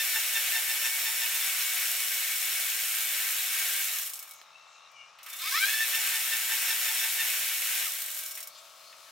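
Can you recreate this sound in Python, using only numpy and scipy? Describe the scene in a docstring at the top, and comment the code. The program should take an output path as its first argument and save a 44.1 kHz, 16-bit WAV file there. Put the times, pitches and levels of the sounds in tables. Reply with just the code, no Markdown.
"""A geared electric motor drives the raised rear wheel of a bicycle through a chain, in a tiled workshop.
Twice it runs at full speed with a throbbing gear whine, coasts, and is braked until single links tick.
One speed curve sets the rate of chain impacts and tooth mesh; the load sets how loudly the gears whine.
A far engine putters throughout as firing harmonics and noise puffs. In the pauses come thin gliding tones
(squeals), noise bands (chirps) and a trill; at the end a hand rubs and squeaks on the throttle grip."""
import sys
import numpy as np
from scipy import signal
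from scipy.fft import rfft, irfft, next_fast_len
from scipy.io import wavfile
from scipy.ndimage import uniform_filter1d

SR = 44100
rng = np.random.default_rng(int(sys.argv[2]) if len(sys.argv) > 2 else 0)


def dump_mix(stems):
    """Bounce the given channels to the path in sys.argv[1] as a 16-bit WAV at rate SR."""
    frames = np.atleast_2d(stems).T  # one column per channel
    limited = np.clip(frames, -1, 1)  # hard clip at full scale
    pcm = np.round(limited * 32767).astype(np.int16)
    wavfile.write(sys.argv[1], SR, pcm)


N = 401751
TIME = np.arange(N) / SR

# Throttle held wide open. Each row: start in seconds, end in seconds.
FULL_THROTTLE = [(0, 1.33), (5.58, 7.27)]
# Throttle eased, let go and opened again. Each row: time in seconds, share of full throttle.
PART_THROTTLE = [(3.86, 0.84), (4.06, 0.14), (4.3, 0.092), (4.34, 0.021), (5.19, 0.0078), (5.235, 0.27),
                 (7.79, .91), (7.87, 0.41), (8.171, 0.37), (8.43, 0.034)]
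# Grip twisted open, gently at first. Each row: time in seconds, share of full throttle.
OPENING = [(5.29, .29), (5.42, .48), (5.475, .62), (5.53, .82)]
# Chain rate at full speed (links per s); lag of the speed behind the throttle (s)
TOP_LINKS_PER_S, SPEED_LAG_S = 119, .075

# Gears biting as the chain pulls tight. Each row: time in seconds, relative level in dB.
BITES = [(.005, -38), (.164, -38.5), (.367, -37), (.56, -37), (.707, -40), (.863, -37), (1.073, -40),
         (1.229, -40.5), (1.351, -47), (5.952, -37.5), (6.154, -41), (6.333, -37.5), (6.517, -40),
         (6.706, -39.5), (6.887, -42.5), (7.034, -41.5), (7.208, -38)]
# Tones within a bite. Each row: multiple of the tooth mesh, relative level in dB.
BITE_HARMONICS = [(2, .5), (3, -1.5), (4, -.5), (5, -15), (6, -4)]
# Surges of load while the wheel picks up speed. Each row: time in seconds, relative level in dB.
SURGES = [(5.275, -56), (5.338, -56), (5.42, -47), (5.475, -42.5), (5.54, -38), (5.578, -34), (5.638, -30),
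          (5.712, -37.5), (5.745, -34.5), (5.785, -34), (5.82, -29)]
BITE_S, SURGE_S = 0.018, 0.027   # half lengths
# Gearbox response to the tooth mesh. Each row: frequency in Hz, gain in dB.
GEARBOX = [(300, -60), (850, -26), (1080, -4), (1280, 0.5), (1450, -4), (1570, -1), (1770, 1.5), (1980, 5),
           (2200, 3), (2360, 4), (2580, 1.5), (2720, -4), (2900, -4), (3080, 3), (3300, 2), (3620, 6.5),
           (3900, 0), (4170, 9.5), (4500, -1), (5000, 10), (5300, 6), (5800, 6), (8100, -6), (11000, -26)]
TEETH_PER_LINK = 7.5
# Whine: nominal level when gaining full speed in a quarter second, loss per halving of the speed,
# share of the load left when braking
WHINE_DB, WHINE_DB_PER_HALVING, BRAKING_SHARE = -34, 15.5, 0.45
# Tilt of the whine at low speed, at full speed and when slowing down (dB per harmonic)
SLOW_TILT_DB, FAST_TILT_DB, BRAKING_TILT_DB = -.6, -5.6, -2
# Mesh tone: nominal level at top speed, loss per percent of speed below it, delay of its swell after a bite
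HUM_DB, HUM_LOSS_DB, HUM_LAG_S = -60.5, 22, 0.018
LINK_RIPPLE = 0.38   # share by which each link riding onto the sprocket ripples the load
# Resonances of the motor case as a harmonic sweeps past. Each row: time in seconds, frequency in Hz, level in dB.
CASE_RINGS = [(5.275, 1270, -51), (5.338, 3570, -44.5), (5.42, 1270, -53), (5.422, 3590, -42),
              (5.478, 3630, -39), (5.58, 5390, -34), (5.86, 3900, -42)]

# Colours of roller sizzle and frame rattle. Each row: frequency in Hz, relative level per Hz in dB.
SIZZLE = [(1000, -57), (3000, -1.5), (5000, -5.5), (6300, -2), (8300, 1), (10000, -1), (12200, 3),
          (14000, 1.5), (15800, -0.5)]
RATTLE = [(100, -49.5), (250, -64), (380, -28), (520, -14.5), (700, -12.5), (950, -13.5), (1300, -5.5),
          (1700, 1.5), (2700, 4), (3300, -1), (4600, -6.5), (7000, -26), (14000, -36)]
# Ringing of sprockets, spokes and motor case. 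Each row: frequency in Hz, width in Hz, relative level in dB.
STEEL = [(733, 11, -15.5), (1590, 32, -1.5), (2060, 15, -15), (2228, 6.5, 2.5), (2307, 56, -2.5),
         (2877, 49, -4), (3526, 35, -0.5), (3845, 30, 0), (5434, 44, 2), (5560, 160, 2.5), (6520, 95, -4),
         (7010, 51, -1.5), (8240, 72, -7), (8460, 23, -6), (9100, 57, -15)]
# Sizzle: nominal level far above the knee; below the knee (links per s) its power falls
# with this exponent of the speed
SIZZLE_DB, SIZZLE_KNEE, SIZZLE_POWER = -31, 71.3, 3.26
# Frame rattle and steel: nominal level at full speed, and loss for each halving of the speed
RATTLE_DB, RATTLE_DB_PER_HALVING = -35, 8.5
STEEL_DB, STEEL_DB_PER_HALVING = -40.5, 6
# Slack chain slapping the frame as the wheel coasts. Each row: time in seconds, relative level in dB.
SLAPS = [(7.81, -52), (7.96, -58), (8.07, -54)]
SLAP_S = 0.04   # half length
# Dull knocks of the gearbox taking up its slack, and of the hand on the grip.
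# Each row: time in seconds, relative level in dB, decay time in seconds.
KNOCKS = [(4.415, -44, 0.0018), (5.187, -49.5, 0.031), (5.262, -47, 0.042), (8.372, -45, 0.031),
          (8.927, -49, 0.0081)]
# Single links dropping onto the teeth of a slow sprocket. Each row: time in seconds, relative level in dB.
LINKS = [(4.022, -41), (4.061, -38), (4.094, -40), (4.135, -36.5), (4.156, -41), (4.191, -37),
         (4.226, -41.5), (4.257, -61), (4.277, -52), (4.310, -42.5), (4.336, -49), (4.415, -58),
         (4.916, -62), (5.187, -57), (5.231, -45), (5.263, -45), (5.285, -51), (5.301, -43), (5.331, -42),
         (8.017, -40), (8.114, -41), (8.147, -40), (8.173, -39), (8.194, -40), (8.262, -39.5), (8.276, -45),
         (8.293, -47), (8.310, -40), (8.353, -39), (8.375, -39), (8.404, -37.5), (8.428, -37),
         (8.473, -38.5)]
LINK_DECAY_S = 0.0076   # of the hardest drop
# Modes of a dropping roller. 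Each row: frequency in Hz, mean relative level in dB.
ROLLER_MODES = [(5500, -5), (8200, -7.5), (11800, -11.5), (14000, -6)]
ROLLER_DECAY_S = 0.0038

# Colours of the far engine and the air. Each row: frequency in Hz, relative level per Hz in dB.
FAR_ENGINE = [(45, -65), (200, -38), (480, -21), (620, -7.5), (750, -3), (830, -6), (920, 1), (1020, -8.5),
              (1140, 3), (1330, 0.5), (1520, -10), (3000, -44), (8000, -52)]
AIR = [(25, -43), (65, -17), (100, -14), (135, 0), (200, -10), (350, -9.5), (600, 2), (1200, 0),
       (1800, -11), (3900, 3), (4700, -1.5), (5600, 4.5), (6800, -2), (9000, -11), (15000, -30)]
# Firing rate of the far engine. Each row: time in seconds, firings per second.
ENGINE_RATE = [(5.2, 43.27), (7.8, 44.55)]
# Boom of the far engine. Each row: time in seconds, relative level in dB.
ENGINE_BOOM = [(0, -57.5), (5.2, -79.5), (7.8, -60.5), (9.11, -61.5)]
# Dull, even rush from the first pause through the second run. 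It holds: start in seconds, end in seconds, level in dB.
RUSH = (4.2, 8, -63)
# Thin far trill. Each row: time in seconds, mean level in dB.
TRILL = [(4.3, -69), (4.42, -65), (4.7, -66), (4.88, -62.5), (4.905, -80)]
# Pips per s, mean pitch, and fall of pitch within each pip
TRILL_PER_S, TRILL_HZ, TRILL_FALL_HZ = 76, 3880, 1300
# Hoarse, high chirps from far off. Each row: time in seconds, frequency in Hz, level in dB.
CHIRPS = [(4.37, 6460, -60), (4.61, 6000, -72), (4.70, 7200, -70), (4.745, 6500, -68), (4.875, 5700, -71),
          (4.99, 5650, -66), (5.075, 5470, -69)]
CHIRP_S, CHIRP_WIDTH_HZ = 0.048, 1200   # half length; width of each resonance
# Thin squeals and chirps from far off.
# Each row: start in seconds, end in seconds, start frequency in Hz, end frequency in Hz, relative level in dB.
SQUEALS = [(4.513, 4.7, 2670, 2670, -61), (4.54, 4.576, 2716, 2664, -58), (4.678, 4.895, 2660, 2750, -63),
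           (4.957, 5.07, 2840, 2770, -56.5), (4.96, 5.055, 2270, 2210, -58),
           (4.888, 5.124, 2330, 2390, -64), (4.913, 5.108, 2960, 2880, -64),
           (8.572, 8.605, 6750, 8500, -58), (9.054, 9.104, 1810, 1720, -64)]
# Colour of the hand on the grip. Each row: frequency in Hz, relative level per Hz in dB.
RUSTLE = [(60, -54), (300, -16.5), (1500, -7), (2500, -2.5), (4200, -1), (6000, -5.5), (9000, -9),
          (15000, -13)]
# Steady rubbing: start, fade-in, mean level
HAND_FROM_S, HAND_FADE_S, HAND_DB = 8.42, 0.045, -55.5
# Hoarse squeaks of the sliding hand. Each row: time in seconds, frequency in Hz, level in dB.
SLIDES = [(8.56, 4350, -56), (8.578, 3550, -57), (8.885, 4400, -56)]
SLIDE_S, SLIDE_WIDTH_HZ = 0.044, 500   # half length; width of the resonance

# Reverberant against direct sound. Each row: frequency in Hz, level in dB.
WET = [(100, -21), (300, -53), (650, -4.5), (1300, -6.5), (2700, -8), (5500, -4.5), (14000, -3.5)]
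# Diffuse share, which differs between the ears. Each row: frequency in Hz, level in dB.
DIFFUSE = [(200, -62), (650, -19), (1300, -39), (2600, -16.5), (5000, -5.5), (9000, -8), (15000, -14.5)]
CUTOFF_HZ = 15850


def from_db(db):
    """Logarithmic level: decibels to amplitude gain."""
    return 10 ** (np.asarray(db) / 20)


def rms_one(x):
    """Effective value: scale to unit rms."""
    return x / np.sqrt(np.mean(x ** 2) + 1e-20)


def in_time(rows, outside=None):
    """Linear interpolation: a curve read at every sample."""
    rows = np.array(rows)
    return np.interp(TIME, rows[:, 0], rows[:, 1], outside, outside)


def at_hz(points, hz):
    """Logarithmic frequency: a spectrum interpolated on a log-frequency axis."""
    points = np.array(points)
    return np.interp(np.log(np.maximum(hz, 1)), np.log(points[:, 0]), points[:, 1])


def drift(rate):
    """Slow random modulation: interpolated chance of unit rms with `rate` fresh values a second."""
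    knots = rng.standard_normal(8192)
    return rms_one(np.interp(TIME * rate, np.arange(len(knots)), knots))


def colour(x, spectrum, size=4096):
    """Minimum-phase filtering: the folded cepstrum gives a causal response; unit rms out."""
    gain = from_db(at_hz(spectrum, np.linspace(0, SR / 2, size // 2 + 1)))
    cepstrum = irfft(np.log(gain))
    cepstrum[1:size // 2] *= 2
    cepstrum[size // 2 + 1:] = 0
    response = irfft(np.exp(rfft(cepstrum)))
    return rms_one(signal.oaconvolve(x, response)[:N])


def resonate(x, hz, width_hz):
    """Damped resonance: a two-pole filter whose pole radius sets the width; unit rms out."""
    r = np.exp(-np.pi * width_hz / SR)
    return rms_one(signal.lfilter([1, 0, -1], [1, -2 * r * np.cos(2 * np.pi * hz / SR), r * r], x))


def each_turn(turns, spread_db):
    """Periodic impact: a click of random strength whenever the count of turns passes a whole number."""
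    whole = np.floor(turns).astype(int)
    sizes = from_db(spread_db * rng.standard_normal(4096))
    return (np.diff(whole, prepend=whole[0]) > 0) * sizes[whole % len(sizes)]


def grit(spread_db):
    """Contact noise: countless tiny contacts of uneven size."""
    unevenness = np.minimum(rng.exponential(1, N), 4)
    return rms_one(rng.standard_normal(N) * from_db(spread_db * unevenness))


def swells(rows, half_s):
    """Symmetric pulses: short swells that rise and fall alike, with long skirts."""
    return sum(from_db(db) / (1 + ((TIME - s) / half_s) ** 2) ** 1.14 for s, db in rows)


def humps(rows, half_s):
    """Gaussian pulses: rounded swells with deep gaps between them."""
    envelope = np.zeros(N)
    for s, db in rows:
        near = slice(max(int((s - 4 * half_s) * SR), 0), int((s + 4 * half_s) * SR))
        envelope[near] += from_db(db) * np.exp(-((TIME[near] - s) / half_s) ** 2)
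    return envelope


def strikes(rows):
    """Impulsive excitation: blows start at once and die away exponentially."""
    envelope = np.zeros(N)
    for s, db, decay_s in rows:
        age = TIME[:N - round(s * SR)][:SR // 6]
        envelope[round(s * SR):][:len(age)] += from_db(db) * np.exp(-age / decay_s)
    return envelope


def smeared(x, decay_s):
    """Dense reflections: they blur sharp edges and favour some pitches over others."""
    age = TIME[:SR // 10]
    response = rng.standard_normal(len(age)) * np.exp(-age / decay_s)
    return signal.oaconvolve(x, response / np.sqrt(np.sum(response ** 2)))[:N]


def spread_out(direct, diffuse):
    """Interaural decorrelation: a like but unrelated sound enters left and right with opposite signs."""
    size = next_fast_len(N)
    share = from_db(at_hz(DIFFUSE, np.linspace(0, SR / 2, size // 2 + 1)))
    side = irfft(rfft(diffuse, size) * share, size)[:N]
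    return direct + side * np.array([[1], [-1]])


def workshop(x, t60, gap_s):
    """Reverberation: direct sound plus a short dense tail off the tiles, different at each ear."""
    age = TIME[:SR // 2]
    tails = rng.standard_normal((2, len(age))) * from_db(-60 * age / t60) * (age > gap_s)
    tails /= np.sqrt(np.sum(tails ** 2, axis=1, keepdims=True))
    wet = from_db(at_hz(WET, np.linspace(0, SR / 2, len(age) + 1)))
    # the 1 in the spectrum is the direct sound
    response = irfft(1 + wet * rfft(tails, 2 * len(age)))[:, :len(age)]
    return signal.oaconvolve(np.atleast_2d(x), response, axes=1)[:, :N]


def chain_speed():
    """First-order lag: the share of full speed trails the throttle."""
    wide_open = [(s, 1) for span in FULL_THROTTLE for s in span]
    partly_open = [tuple(row) for row in [*PART_THROTTLE, *OPENING]]
    throttle = np.clip(in_time(sorted(wide_open + partly_open)), 0, 1)
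    keep = np.exp(-1 / (SPEED_LAG_S * SR))
    speed, _ = signal.lfilter([1 - keep], [1, -keep], throttle, zi=[keep * throttle[0]])
    return np.maximum(speed, 1e-4)


def gear_load(speed):
    """Inertial torque: teeth press harder the faster the wheel is sped up, and a little when it is braked."""
    push = np.gradient(speed) * SR / 4
    torque = np.maximum(push, -BRAKING_SHARE * push)
    return from_db(WHINE_DB + WHINE_DB_PER_HALVING * np.log2(speed)) * torque


def gears(speed, bites, count=15):
    """Gear mesh: harmonics grow with load, are smeared by backlash and shaped by gearbox resonances."""
    tight = np.tanh(bites / from_db(-45.5))
    tight = tight - uniform_filter1d(tight, size=8000)
    # the speed swings a little each time the chain tightens and slackens
    mesh_hz = TEETH_PER_LINK * TOP_LINKS_PER_S * speed * (1 + .009 * tight)
    backlash = (.04 * drift(60) + .014 * drift(600)) * (1 - tight)
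    mesh = np.cumsum(mesh_hz) / SR + backlash
    ripple = 1 + LINK_RIPPLE * np.sin(2 * np.pi * mesh / TEETH_PER_LINK + drift(40))
    strain = (gear_load(speed) + humps(SURGES, SURGE_S)) * ripple
    # the whine dulls as the speed rises
    driving_tilt_db = SLOW_TILT_DB + (FAST_TILT_DB - SLOW_TILT_DB) * speed ** 3
    tilt_db = np.where(np.gradient(speed) < 0, BRAKING_TILT_DB, driving_tilt_db)
    whine, on = np.zeros(N), strain > from_db(-75)
    for k in range(1, count + 1):
        load = strain[on] * from_db(tilt_db[on] * abs(k - 2) + 2.5 * drift(55)[on])
        partial = np.sin(2 * np.pi * (k * mesh[on] + rng.random()))
        whine[on] += load * from_db(at_hz(GEARBOX, k * mesh_hz[on])) * partial
    # part of the whine reaches the air through the frame and wheel
    whine = .9 * whine + .3 * smeared(whine, decay_s=.007)
    for k, db in BITE_HARMONICS:
        partial = np.sqrt(2) * np.sin(2 * np.pi * (k * mesh + rng.random()))
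        whine = whine + bites * ripple * from_db(db + 2 * drift(160)) * partial
    # the mesh tone sings only near top speed
    throb_db = 3.5 * drift(35) + 14 * np.interp(TIME - HUM_LAG_S, TIME, tight)
    hum_db = HUM_DB - HUM_LOSS_DB * 100 * (1 - speed)
    hum_tone = np.sqrt(2) * np.sin(2 * np.pi * (mesh + .3 * drift(30)))
    return whine + from_db(hum_db + throb_db) * hum_tone


def clatter(speed, decay_s, steady, spread_db, return_db):
    """Repeated impact: links hit the motor sprocket, then the wheel sprocket; at speed the hits run together."""
    links = np.cumsum(TOP_LINKS_PER_S * speed) / SR
    hits = each_turn(links, spread_db) + from_db(return_db) * each_turn(links + 0.18, spread_db)
    power = signal.lfilter([1], [1, -np.exp(-2 / (decay_s * SR))], hits ** 2 + 1e-12)
    evened = power / (np.abs(uniform_filter1d(power, size=3000)) + 0.037)
    blur = steady * (0.96 + speed ** 2)
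    return np.sqrt((evened + blur) / (1 + blur))


def link_drops():
    """Impact of single links on a slow chain: a harder drop shakes more chain and rings longer."""
    hardest_db = max(db for s, db in LINKS)
    return strikes([(s, db, LINK_DECAY_S * from_db(db - hardest_db) ** .3) for s, db in LINKS])


def chain(speed, bites):
    """Impact noise: bright roller sizzle, duller frame rattle and ringing steel, all growing with speed."""
    sizzle_db = SIZZLE_DB - 10 * np.log10(1 + (SIZZLE_KNEE / (TOP_LINKS_PER_S * speed)) ** SIZZLE_POWER)
    rattle_db = RATTLE_DB + RATTLE_DB_PER_HALVING * np.log2(speed)
    steel_db = STEEL_DB + STEEL_DB_PER_HALVING * np.log2(speed)
    # the slack span swings, and a tight chain rattles harder
    sway = .8 * drift(13)
    drops = link_drops()
    sizzle_gain = from_db(sizzle_db + sway / 2) + from_db(-18) * bites
    rattle_gain = from_db(rattle_db + sway - .7) + from_db(-14) * bites + humps(SLAPS, SLAP_S)
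    steel_gain = from_db(steel_db + sway) + from_db(-9) * bites + from_db(-28) * drops
    rollers = sizzle_gain * clatter(speed, decay_s=.0035, steady=.9, spread_db=1.5, return_db=-4) + drops
    frame = rattle_gain * clatter(speed, decay_s=0.023, steady=2.4, spread_db=9.0, return_db=-8.5)
    frame = frame + strikes(KNOCKS)
    paths = []
    for path in range(2):
        shaking = rng.standard_normal(N)
        modes = (from_db(db + 2 * drift(12)) * resonate(shaking, hz, width) for hz, width, db in STEEL)
        steel = rms_one(sum(modes))
        sizzle = from_db(0.78) * rollers * colour(grit(spread_db=3.5), SIZZLE)
        rattle = from_db(-1.18) * frame * colour(grit(spread_db=1.0), RATTLE)
        paths.append(sizzle + rattle + steel_gain * steel)
    return spread_out(*paths)


def far_engine():
    """Periodic combustion: blurred firing harmonics, a noise puff each firing, and a boom that fades and returns."""
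    turns = np.cumsum(in_time(ENGINE_RATE)) / SR + .006 * drift(25)
    lines = np.zeros(N)
    for k in range(11, 34):
        strength = from_db(2 * rng.standard_normal())
        lines += strength * np.cos(2 * np.pi * (k * turns + .3 * rng.standard_normal()))
    puff_envelope = signal.lfilter([1], [1, -np.exp(-1 / (.014 * SR))], each_turn(turns, spread_db=2))
    puffs = puff_envelope * rng.standard_normal(N)
    putter = rms_one(lines) + 2.1 * rms_one(puffs)
    boom = resonate(resonate(putter, hz=670, width_hz=190), hz=670, width_hz=190)
    return from_db(-59.5) * colour(putter, FAR_ENGINE) + from_db(in_time(ENGINE_BOOM) - 4.5) * boom


def room_air():
    """Broadband background: steady coloured noise, partly unlike at the two ears."""
    return from_db(-64.0) * spread_out(*(colour(rng.standard_normal(N), AIR) for path in range(2)))


def roller_pings():
    """Modal excitation: every dropping link strikes the roller modes in a mix of its own."""
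    out, age = np.zeros(N), TIME[:SR // 20]
    hz, mode_db = np.transpose(ROLLER_MODES)
    for s, db in LINKS:
        strength, detune = rng.standard_normal((2, len(hz)))
        tones = np.sin(2 * np.pi * np.outer(hz * (1 + .015 * detune), age))
        rings = tones * np.exp(-age / ROLLER_DECAY_S)
        out[round(s * SR):][:len(age)] += from_db(db + mode_db + 4 * strength) @ rings
    return out


def rush():
    """Stationary noise: a dull, even rush with softened ends."""
    start, end, db = RUSH
    gate = uniform_filter1d(1. * ((TIME > start) & (TIME < end)), size=4000)
    return from_db(db) * gate * colour(rng.standard_normal(N), RATTLE)


def far_trill():
    """Periodic frequency glide: a fast, even run of short falling pips."""
    along = TIME * TRILL_PER_S % 1
    cycles = np.cumsum(TRILL_HZ + TRILL_FALL_HZ * (.5 - along) + 110 * drift(700)) / SR
    pips = np.sin(np.pi * along) ** 10 * np.sin(2 * np.pi * cycles)
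    return from_db(in_time(TRILL, outside=-200) + drift(50)) * rms_one(pips)


def far_chirps():
    """Narrow-band noise: hoarse high calls, blurred by distance into short patches of hiss."""
    noise = rng.standard_normal(N)
    out = np.zeros(N)
    for s, hz, db in CHIRPS:
        band = resonate(resonate(noise, hz, CHIRP_WIDTH_HZ), hz, CHIRP_WIDTH_HZ)
        out += humps([(s, db)], CHIRP_S) * band
    return out


def far_squeals():
    """Frequency modulation: rough, wavering high tones that hold or glide."""
    out = np.zeros(N)
    waver = 1 + .011 * drift(220)
    flutter = from_db(2 * drift(140))
    for start, end, start_hz, end_hz, db in SQUEALS:
        on = (TIME > start) & (TIME < end)
        along = (TIME[on] - start) / (end - start)
        cycles = np.cumsum((start_hz + (end_hz - start_hz) * along) * waver[on]) / SR
        envelope = np.sqrt(2 * np.sin(np.pi * along))
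        out[on] += from_db(db) * envelope * flutter[on] * np.sin(2 * np.pi * cycles)
    return out


def case_rings():
    """Resonance of the motor case: short tones of steady pitch cross the rising whine."""
    wander = .06 * drift(150)
    return sum(humps([(s, db)], SURGE_S) * np.sin(2 * np.pi * (hz * TIME + wander))
               for s, hz, db in CASE_RINGS)


def handling():
    """Sliding friction: the hand rubs steadily on the grip and slides along it with hoarse squeaks."""
    rubbing = from_db(HAND_DB + drift(11)) * np.clip((TIME - HAND_FROM_S) / HAND_FADE_S, 0, 1)
    friction = grit(5.0)
    squeaks = sum(humps([(s, db)], SLIDE_S) * resonate(friction, hz, SLIDE_WIDTH_HZ) for s, hz, db in SLIDES)
    return rubbing * colour(grit(3.7), RUSTLE) + squeaks


def scene():
    """Superposition: one speed turns chain and gears; near and far sounds reverberate, a little to the left."""
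    speed, bites = chain_speed(), swells(BITES, BITE_S)
    drive = chain(speed, bites) + gears(speed, bites) + case_rings() + roller_pings()
    # small steel parts radiate no bass
    drive = signal.sosfilt(signal.butter(4, 300, "high", fs=SR, output="sos"), drive)
    background = far_engine() + far_squeals() + far_trill() + far_chirps() + rush()
    leftward = np.array([[1], [-1]])
    near = workshop(drive, t60=0.076, gap_s=0.0025) * from_db(0.37 * leftward)
    # the hand shares the reverberation and balance of the far sounds
    far = workshop(background + handling(), t60=0.1, gap_s=0.00043) * from_db(2.2 * leftward)
    return near + far + room_air()


def record(dry):
    """Low-pass filtering: an elliptic filter cuts the top steeply."""
    return signal.sosfilt(signal.ellip(12, .2, 80, CUTOFF_HZ, fs=SR, output="sos"), dry)


dry = scene()
out = record(dry)
dump_mix(out)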